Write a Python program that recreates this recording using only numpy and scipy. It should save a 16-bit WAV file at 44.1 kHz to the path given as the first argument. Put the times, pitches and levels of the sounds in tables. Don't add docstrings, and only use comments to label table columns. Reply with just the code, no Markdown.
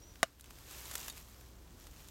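import sys
import numpy as np
from scipy import signal
from scipy.fft import rfft, irfft
from scipy.io import wavfile
from scipy.ndimage import minimum_filter1d

SR = 44100
rng = np.random.default_rng(int(sys.argv[2]) if len(sys.argv) > 2 else 0)


def to_wav(s):
    ch = np.atleast_2d(s).T
    pcm = np.round(np.clip(ch, -1, 1) * 32767)
    wavfile.write(sys.argv[1], SR, pcm.astype(np.int16))


N = 92610
T = np.arange(N) / SR

# frequency_hz, relative_db
AIR_SPECTRUM = [(20, -22.5), (40, -2), (90, 0.5), (160, -7.5), (300, -8), (600, -15.5), (1200, -20),
                (2500, -27.5), (6000, -27), (10500, -35), (16000, -30.5)]
# multiple, rms_db
ENGINE_HARMONICS = [(2, -65), (3, -61.5), (4, -72.5), (5, -78), (6, -72), (8, -78)]
# time_s, level_db
BRUSH_LEVELS = [(0, -67.5), (.3, -63.5), (.45, -64), (.55, -61.5), (.65, -59), (.72, -51), (.83, -51.5),
                (.92, -49.5), (1.0, -49), (1.08, -50.5), (1.14, -58), (1.18, -53), (1.24, -62),
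                (1.42, -62.5), (1.58, -69), (1.76, -66), (1.82, -60), (1.91, -64), (2.0, -59), (2.1, -62)]
# frequency_hz, relative_db
LEAF_SPECTRUM = [(200, -4), (500, -1), (1100, 0.5), (2000, -1.5), (3200, 0), (5000, -1), (7000, 0.5),
                 (10500, -5.5), (13000, -0.5), (16000, -8.5)]
# start_s, level_db, t60_s, body_relative_db
TWIG_SNAPS = [(0.1555, -55.5, 0.023, 6.5), (0.3967, -46, 0.022, -3), (0.4092, -37, .012, -18),
              (0.442, -46, 0.017, -1), (.4585, -54.5, 0.021, 2), (0.5067, -45, 0.013, -1),
              (0.5861, -48.5, 0.0084, -2), (.7102, -43, .014, -5), (0.855, -46, .014, 2),
              (0.9122, -39, .025, -4.5), (0.9372, -38.5, 0.023, -6.5), (.9533, -28, .022, -6),
              (.9795, -36.5, 0.016, -14), (1.061, -42, 0.011, -10), (1.0813, -35.5, .02, -0.5),
              (1.0985, -35.5, .012, -18), (1.1733, -47, 0.018, -0.5), (1.41, -52.5, 0.016, -2),
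              (1.868, -50, 0.027, -2.5), (2.0856, -44.5, 0.013, -8)]
# frequency_hz, relative_db
EDGE_SPECTRUM = [(1000, -43), (2500, -8.5), (4500, -4), (7500, 0), (10000, -2.5), (12000, -3),
                 (15500, -7.5)]
# frequency_hz, relative_db
BODY_SPECTRUM = [(300, -5), (700, -11.5), (1200, 0), (1800, -1.5), (3000, -4), (5000, -11), (9000, -26)]
# pitch_hz, relative_db, t60_s
TICK_RESONANCES = [(3740, -1, .06), (4520, -3, .035), (6700, -2, .04), (11100, -6, 0.039)]
# start_s, level_db, contact_s
STICK_JOLTS = [(0.2303, 2, 0.000021), (0.2317, -5.5, 0.00021)]
# pitch_hz, relative_db, t60_s
STICK_RESONANCES = [(228, -40.5, .03), (539, -31.5, 0.043), (659, -23, 0.037), (1188, -20, 0.015),
                    (1578, -25.5, 0.028), (1677, -9.5, 0.0055), (2230, -41, 0.039), (2890, -32.5, 0.046),
                    (3750, -31.5, .028), (4430, -30.5, 0.021), (5413, -33, 0.03), (6860, -28, 0.021),
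                    (9130, -11, 0.0013), (13500, -20.5, 0.00122)]
# frequency_hz, relative_db
SPLINTER_SPECTRUM = [(150, 2.5), (500, -14), (1500, 4), (3000, -5.5), (6000, -6), (9000, -12.5),
                     (11500, -21), (15000, -17)]

ENGINE_HZ, ENGINE_WANDER, ENGINE_WAVER_DB = 20.48, .015, 2.5
BIRD_START_S, BIRD_LENGTH_S, BIRD_DB, BIRD_FLUTTER_DB = 0.013, .18, -61.5, 3.2
BIRD_TOP_HZ, BIRD_TOP_AT_S, BIRD_ARCH_HZ, BIRD_QUAVER_HZ = 5870, .085, 419, 60
SWISH_DB, CRINKLE_DB, CRINKLES_PER_S, CRINKLE_SPREAD_DB = -1.5, -4.5, 1400, 4
SPLINTER_DB, SPLINTER_T60_S, ECHO_DB, ECHO_T60_S = -21.5, 0.025, -48, .22
DUCK_THRESHOLD_DB, DUCK_SHARE = -16, 0.62
DUCK_ATTACK_S, DUCK_HOLD_S, DUCK_RELEASE_DB_PER_S = 0.017, 0.17, 101
CUTOFF_HZ = 16100


def from_db(db):
    return 10 ** (np.asarray(db) / 20)


def unit_rms(x):
    return x / np.sqrt(np.mean(x ** 2) + 1e-20)


def coloured(x, spectrum):
    hz, db = np.transpose(spectrum)
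    bin_hz = np.maximum(np.fft.rfftfreq(N, 1 / SR), 1)
    curve = from_db(np.interp(np.log(bin_hz), np.log(hz), db))
    low_cut = np.minimum(bin_hz / hz[0], 1) ** 2
    return unit_rms(irfft(rfft(x) * curve * low_cut, N))


def noise(spectrum):
    return coloured(rng.standard_normal(N), spectrum)


def drift(rate_hz):
    pole = np.exp(-2 * np.pi * rate_hz / SR)
    return unit_rms(signal.lfilter([1], [1, -2 * pole, pole * pole], rng.standard_normal(2 * N))[N:])


def ring(clicks, hz, t60):
    pole, step = np.exp(-np.log(1000) / (t60 * SR)), 2 * np.pi * hz / SR
    return signal.lfilter([0, np.sin(step)], [1, -2 * pole * np.cos(step), pole * pole], clicks + 1e-18)


def click(start_s, contact_s=1e-6):
    pole = np.exp(-1 / (contact_s * SR))
    return signal.lfilter([1 - pole], [1, -pole], (np.arange(N) == int(start_s * SR)) + 1e-18)


def burst(start_s, t60, attack_s=0.00027):
    age = np.maximum(T - start_s, 0)
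    return (1 - np.exp(-age / attack_s)) * np.exp(-np.log(1000) * np.minimum(age / t60, 10))


def air(level_db=-60):
    return from_db(level_db) * noise(AIR_SPECTRUM)


def engine():
    phase = 2 * np.pi * np.cumsum(ENGINE_HZ * (1 + ENGINE_WANDER * drift(3))) / SR
    throb = np.zeros(N)
    for multiple, db in ENGINE_HARMONICS:
        level = np.sqrt(2) * from_db(db + ENGINE_WAVER_DB * drift(5.4))
        throb += level * np.sin(multiple * phase + rng.uniform(0, 2 * np.pi))
    return throb


def bird():
    droop = np.minimum((2 * (T - BIRD_TOP_AT_S) / BIRD_LENGTH_S) ** 2, 2)
    pitch_hz = BIRD_TOP_HZ - BIRD_ARCH_HZ * droop + BIRD_QUAVER_HZ * drift(150)
    progress = np.clip((T - BIRD_START_S) / BIRD_LENGTH_S, 0, 1)
    swell = np.sin(np.pi * progress ** 0.58)
    level = from_db(BIRD_DB + BIRD_FLUTTER_DB * drift(40))
    return level * swell * np.sin(2 * np.pi * np.cumsum(pitch_hz) / SR)


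def brush():
    sizes = from_db(CRINKLE_SPREAD_DB * np.minimum(rng.exponential(1, N), 4)) * rng.choice([-1, 1], N)
    grains = sizes * (rng.random(N) < CRINKLES_PER_S / SR)
    pitches_hz = np.geomspace(900, 15000, 16)
    pitch_index = rng.integers(0, len(pitches_hz), N)
    pings = sum(hz * ring(grains * (pitch_index == k), hz, t60=7 / hz) for k, hz in enumerate(pitches_hz))
    swish = from_db(SWISH_DB) * noise(LEAF_SPECTRUM)
    crinkle = from_db(CRINKLE_DB) * coloured(pings, LEAF_SPECTRUM)
    sweep = from_db(np.interp(T, *np.transpose(BRUSH_LEVELS)))
    return sweep * (swish + crinkle)


def twigs():
    edge, body = noise(EDGE_SPECTRUM), noise(BODY_SPECTRUM)
    return sum(from_db(db) * burst(start_s, t60) * (edge + from_db(body_db) * body)
               for start_s, db, t60, body_db in TWIG_SNAPS)


def tick(start_s=1.0992, level_db=-42):
    hit = from_db(level_db) * click(start_s)
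    return sum(from_db(db) * ring(hit, hz, t60) for hz, db, t60 in TICK_RESONANCES)


def stick():
    jolts = sum(from_db(db) * click(start_s, contact_s) for start_s, db, contact_s in STICK_JOLTS)
    body = sum((-1) ** k * from_db(db) * ring(jolts, hz, t60)
               for k, (hz, db, t60) in enumerate(STICK_RESONANCES))
    crack_s = STICK_JOLTS[0][0]
    tear = from_db(SPLINTER_DB) * burst(crack_s, SPLINTER_T60_S)
    echo = from_db(ECHO_DB) * burst(crack_s, ECHO_T60_S)
    return body + noise(SPLINTER_SPECTRUM) * (tear + echo)


def scene():
    return (stick() + twigs() + tick() + brush() + bird() + engine() + air())[None]


def record(dry):
    level_db = 20 * np.log10(np.abs(dry[0]) + 1e-9)
    cut_db = DUCK_SHARE * np.maximum(level_db - DUCK_THRESHOLD_DB, 0)
    half_hold = int(DUCK_HOLD_S * SR / 2)
    held_db = -minimum_filter1d(-cut_db, 2 * half_hold + 1, origin=half_hold, mode="constant")
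    release_ramp = DUCK_RELEASE_DB_PER_S * T
    released_db = np.maximum.accumulate(held_db + release_ramp) - release_ramp
    attack_pole = np.exp(-1 / (DUCK_ATTACK_S * SR))
    duck_db = signal.lfilter([1 - attack_pole], [1, -attack_pole], released_db)
    low_pass = signal.ellip(10, .1, 70, CUTOFF_HZ, fs=SR, output="sos")
    return signal.sosfilt(low_pass, dry * from_db(-duck_db))


dry = scene()
out = record(dry)
to_wav(out)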